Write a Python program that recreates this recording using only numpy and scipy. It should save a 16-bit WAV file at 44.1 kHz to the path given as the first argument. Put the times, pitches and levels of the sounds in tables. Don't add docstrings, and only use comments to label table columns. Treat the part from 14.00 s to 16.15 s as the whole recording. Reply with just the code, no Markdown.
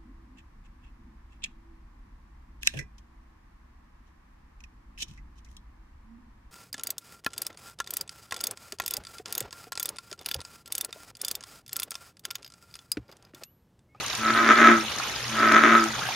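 import sys
import numpy as np
from scipy import signal
from scipy.fft import rfft, irfft
from scipy.io import wavfile
from scipy.ndimage import uniform_filter1d

SR = 44100
rng = np.random.default_rng(int(sys.argv[2]) if len(sys.argv) > 2 else 0)


def int16_out(signal):
    q = np.round(np.clip(np.atleast_2d(signal).T, -1, 1) * 32767)
    wavfile.write(sys.argv[1], SR, q.astype(np.int16))


N = 94815

# (frequency [Hz], relative level [dB])
WATER_SPECTRUM = [(20, -28), (40, -11), (65, -6.5), (170, -4.5), (300, -4.5), (600, -4), (900, -1.5),
                  (1300, -1), (1700, -4.5), (2400, -2.5), (3700, -3), (4700, -7), (6700, -7.5), (8500, -14),
                  (11500, -16.5), (14000, -27), (16000, -34)]


def amp(db):
    return 10 ** (np.asarray(db) / 20)


def unit(x):
    return x / np.sqrt(np.mean(x ** 2) + 1e-20)


def read(spectrum, hz):
    f, value = np.transpose(spectrum)
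    return np.interp(np.log(hz + 1), np.log(f), value)


def follow(table, t):
    times, *columns = np.transpose(table)
    return [np.interp(t, times, column) for column in columns]


def pan(db):
    return amp([[db / 2], [-db / 2]])


def add(mix, start_s, sound):
    part = mix[:, max(round(start_s * SR), 0):][:, :sound.shape[-1]]
    part += sound[..., :part.shape[1]]


def colour(x, spectrum, size=8192):
    log_gain = np.log(amp(read(spectrum, abs(np.fft.fftfreq(size, 1 / SR)))))
    response = np.fft.ifft(np.exp(np.conj(signal.hilbert(log_gain)))).real[:size // 2]
    return signal.fftconvolve(x, response)[:len(x)]


def stereo_noise(spectrum, samples):
    return np.array([unit(colour(white, spectrum)) for white in rng.standard_normal((2, samples))])


def clicks(t, times, sizes):
    at = np.clip((times - t[0]) * SR, 0, len(t) - 2)
    whole, frac = at.astype(int), at % 1
    return np.bincount(whole, sizes * (1 - frac), len(t)) + np.bincount(whole + 1, sizes * frac, len(t))


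def drone():
    # (centre [Hz], half-width [Hz], level [dB])
    bands = [(63.3, 6, -57), (121.8, 7.2, -49)]
    f = np.fft.rfftfreq(N, 1 / SR)
    tones = np.zeros(N)
    for hz, half_width_hz, db in bands:
        band = rfft(rng.standard_normal(N)) / (1 + ((f - hz) / half_width_hz) ** 2)
        tones += amp(db) * unit(irfft(band, N))
    return tones * pan(1.5)


def wash(level_db=-33, patchy_db=2.5, flicker_db=0.9, size=512):
    # (frequency [Hz], left-right correlation [0-1])
    correlation = [(60, 0.6), (300, 0.67), (1200, 0.91), (2500, 0.75), (5000, 0.38), (12000, 0)]
    # (frequency [Hz], left minus right [dB])
    balance = [(100, 3), (600, 1.5), (1500, 1.5), (2600, -3), (3900, 3), (5000, -2), (6400, -8), (9000, -2),
               (11000, 3), (15000, 3)]
    hop = size // 4
    frames, hz = N // hop + 6, np.fft.rfftfreq(size, 1 / SR)
    shape = (2, frames, len(hz))
    left, independent = rng.standard_normal(shape) + 1j * rng.standard_normal(shape)
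    patches = uniform_filter1d(rng.standard_normal(left.shape), size=6, axis=0)
    patches = unit(uniform_filter1d(patches, size=9, axis=1))
    flicker = unit(uniform_filter1d(rng.standard_normal(frames), size=4))[:, None]
    shared = np.clip(read(correlation, hz), -1, 1)
    right = shared * left + np.sqrt(1 - shared ** 2) * independent
    side = amp(read(balance, hz) / 2)
    spectra = np.array([left * side, right / side]) * amp(patchy_db * patches + flicker_db * flicker)
    noise = signal.istft(spectra.transpose(0, 2, 1), nperseg=size, noverlap=size - hop)[1][:, :N]
    gain = amp(read(WATER_SPECTRUM, np.fft.rfftfreq(N, 1 / SR)))
    return amp(level_db) * unit(irfft(rfft(noise) * gain, N))


def trickle(level_db=-37, drops_per_s=1300, spread_db=5.5, decay_cycles=6.8, pitches=40):
    # (frequency [Hz], relative level [dB])
    spectrum = [(900, -17), (1400, 1), (2500, 1.5), (4000, 2.5), (6500, 2), (8500, -3), (11500, -10),
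                (15000, -23)]
    out, t = np.zeros((2, N)), np.arange(SR // 30) / SR
    for hz in np.geomspace(1000, 14500, pitches):
        sizes = amp(spread_db * np.minimum(rng.exponential(1, N), 4))
        hits = sizes * (rng.random(N) < drops_per_s / pitches / SR)
        pan_rad = rng.uniform(0, np.pi / 2, N)
        drop = np.sin(2 * np.pi * hz * t) * np.exp(-hz * t / decay_cycles) * (1 - np.exp(-hz * t))
        drop *= amp(read(spectrum, hz)) / np.linalg.norm(drop)
        left, right = (signal.oaconvolve(hits * g, drop)[:N] for g in (np.cos(pan_rad), np.sin(pan_rad)))
        out += [left, np.roll(right, rng.integers(-6, 7))]
    return amp(level_db) * unit(out)


def droplets(decay_s=0.0031):
    # (time [s], level [dB])
    bursts = [(0.063, -23.5), (.081, -26), (0.151, -21.5), (0.985, -23.5), (1.04, -38), (1.279, -31),
              (1.521, -19.5), (1.84, -21.5)]
    # (frequency [Hz], relative level [dB])
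    spectrum = [(1000, -22), (3500, -3), (6500, 7), (11500, -8), (16000, -27)]
    out, t = np.zeros((2, N)), np.arange(SR // 20) / SR
    for start_s, db in bursts:
        add(out, start_s, amp(db) * np.exp(-t / decay_s) * stereo_noise(spectrum, len(t)))
    return out


def plops(rise_s=0.0012, decay_s=0.0035, glide_per_s=5, splash_gain=0.3):
    # (time [s], level [dB], starting pitch [Hz])
    bubbles = [(0.957, -28, 1190), (1.000, -22, 1330), (1.006, -27, 1087), (1.244, -34, 1190),
               (1.859, -25, 810), (1.988, -24.5, 828), (2.011, -28, 1256), (2.020, -22, 1360),
               (2.052, -22, 1534), (2.054, -30, 720), (2.067, -23.5, 1560), (2.088, -20.5, 773),
               (2.106, -26.5, 854), (2.124, -27.5, 2310)]
    out, t = np.zeros((2, N)), np.arange(SR // 20) / SR
    envelope = np.minimum(t / rise_s, 1) * np.exp(-np.maximum(t - rise_s, 0) / decay_s)
    for start_s, db, hz in bubbles:
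        bubble = np.sin(2 * np.pi * hz * (t + glide_per_s * t ** 2 / 2))
        splash = splash_gain * stereo_noise(WATER_SPECTRUM, len(t))
        add(out, start_s, amp(db) * envelope * (bubble + splash))
    return out


def banks(x, level_db=-5, t60_s=0.21, delay_s=0.004, low_cut_hz=700):
    t = np.arange(SR // 2) / SR
    tail = rng.standard_normal((2, len(t))) * 1000 ** (-t / t60_s) * (t > delay_s)
    tail = signal.sosfilt(signal.butter(2, low_cut_hz, "high", fs=SR, output="sos"), tail)
    tail /= np.linalg.norm(tail[0])
    return amp(level_db) * signal.fftconvolve(x.mean(0)[None], tail, axes=1)[:, :N]


def vocal_sac(cycles, second_db, third_db):
    second = amp(second_db - 2) * np.cos(2 * np.pi * 2 * cycles)
    third = amp(third_db + 1) * np.cos(2 * np.pi * 3 * cycles)
    return np.sqrt(2) * (second + third) * signal.windows.tukey(len(cycles), 0.05)


def vocal_folds(t, fold_hz, cycles, rasp_db):
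    # (place in cycle [0-1], strength [gain], timing scatter [s])
    after_slaps = [(.33, 0.75, 0.000475), (.66, 0.54, 0.00069)]
    rattle_from_db, rattle_full_db = -40, -37
    jitter_s, spread_db, flutter_hz, flutter_depth = 0.00012, 2, 43.53, 0.47
    beats = np.flatnonzero(np.diff(np.floor(cycles)))
    effort = np.clip((rasp_db[beats] - rattle_from_db) / (rattle_full_db - rattle_from_db), 0, 1)
    flutter = 1 + flutter_depth * effort * np.sin(2 * np.pi * flutter_hz * t[beats])
    timing, force = rng.standard_normal((2, len(beats)))
    slaps = clicks(t, t[beats] + jitter_s * effort * timing, flutter * amp(spread_db * effort * force))
    rattle = np.zeros(len(t))
    for place, strength, scatter_s in after_slaps:
        timing, force = rng.standard_normal((2, len(beats)))
        times = t[beats] + place / fold_hz[beats] + scatter_s * timing
        rattle += clicks(t, times, strength * effort * (2 - flutter) * amp(spread_db * force))
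    return slaps, rattle


def bellow(sac, throbs):
    # (frequency [Hz], relative level [dB])
    ring_spectrum = [(100, -68), (550, -25), (610, -13), (720, -25.5), (940, -29.5), (1030, -11),
                     (1130, -24.5), (1240, -7.5), (1315, 4.5), (1410, -10), (1560, -7), (1800, -17.5),
                     (3000, -56.5), (7000, -76.5)]
    # (frequency [Hz], relative level [dB])
    rasp_spectrum = [(80, -37), (180, -11), (245, -8), (285, 4.5), (390, 1), (450, -5.5), (510, -25.5),
                     (635, -2), (740, -16), (950, -13.5), (1300, -1), (1570, 5), (1900, 1.5), (2300, -4.5),
                     (2850, -16.5), (3600, -14), (4600, -32.5), (5700, -24), (6800, -22.5), (9000, -42),
                     (15000, -60)]
    t = np.arange(round(sac[0][0] * SR), round(sac[-1][0] * SR)) / SR
    second_hz, second_db, third_db = follow(sac, t)
    ring_db, rasp_db = follow(throbs, t)
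    fold_hz = second_hz / 2
    cycles = np.cumsum(fold_hz) / SR
    slaps, rattle = vocal_folds(t, fold_hz, cycles, rasp_db)
    breath = 0.25 * slaps.std() * rng.standard_normal(len(t))
    fade = np.interp(t, [t[0], throbs[0][0], throbs[-1][0], t[-1]], [0, 1, 1, 0]) ** 2
    ring = fade * amp(ring_db - 1) * unit(colour(slaps + 0.66 * rattle + breath, ring_spectrum))
    rasp = fade * amp(rasp_db + 4) * unit(colour(slaps + rattle + breath, rasp_spectrum))
    hum = vocal_sac(cycles, second_db, third_db)
    return t[0], hum * pan(2.34) - ring * pan(-2.4) - rasp * pan(1.5)


def bullfrog():
    # (time [s], harmonic 2 pitch [Hz], its relative level [dB], harmonic 3 relative level [dB])
    sac_curves = [
        [(0.17, 223.4, -50, -62), (0.204, 222, -38.5, -44), (0.306, 222.5, -30.5, -41),
         (0.392, 229.4, -35, -29), (0.516, 224.9, -24, -33), (0.546, 229.1, -38, -37), (0.594, 231.8, -25, -24),
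         (0.722, 229.8, -18, -20.5), (0.81, 219.2, -37, -34), (0.89, 219.7, -43, -75)],
        [(1.26, 222.6, -49, -54), (1.34, 222.5, -34.5, -42), (1.392, 221.4, -38, -37), (1.416, 223.3, -31, -40),
         (1.574, 221.4, -27, -23), (1.614, 225.1, -30, -33.5), (1.646, 226.4, -27.5, -23),
         (1.742, 227.6, -22, -24), (1.864, 221, -33.5, -29.5), (1.96, 222, -45, -79)],
    ]
    # (time [s], relative ring level [dB], relative rasp level [dB])
    throb_curves = [
        [(0.19, -40, -41), (0.216, -31, -39.5), (0.3, -22.5, -26.5), (0.332, -27, -41), (0.366, -21, -25.5),
         (0.402, -20.5, -24.5), (0.416, -18.5, -34), (0.442, -25.5, -26.5), (0.516, -13.5, -20),
         (0.546, -26, -31), (0.576, -19.5, -21), (0.698, -16.5, -20), (0.778, -24.5, -34), (0.792, -45, -39),
         (0.84, -55, -59)],
        [(1.3, -40, -58), (1.32, -33, -44), (1.336, -38, -50), (1.346, -32.5, -35.5), (1.442, -17.5, -24.5),
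         (1.466, -25, -28), (1.578, -16.5, -20.5), (1.602, -24.5, -30.5), (1.642, -20, -20.5),
         (1.766, -17.5, -25), (1.842, -27.5, -37.5), (1.858, -44, -37), (1.866, -30, -41), (1.884, -40, -36),
         (1.9, -38, -72)],
    ]
    out = np.zeros((2, N))
    for sac, throbs in zip(sac_curves, throb_curves):
        add(out, *bellow(sac, throbs))
    return out


def scene():
    near = bullfrog() + plops() + droplets()
    return near + banks(near) + trickle() + wash() + drone()


def record(dry, cutoff_hz=15780):
    # (centre [Hz], twice the -6 dB width [Hz])
    notches = [(7660, 1760), (9610, 1100)]
    f = np.fft.rfftfreq(N, 1 / SR)
    spectrum = rfft(dry)
    for hz, span_hz in notches:
        spectrum *= (f - hz) ** 2 / ((f - hz) ** 2 + (span_hz / 4) ** 2)
    low_pass = signal.firwin(1023, cutoff_hz, window=("kaiser", 9), fs=SR)
    return signal.oaconvolve(irfft(spectrum, N), low_pass[None], "same")


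dry = scene()
out = record(dry)
int16_out(out)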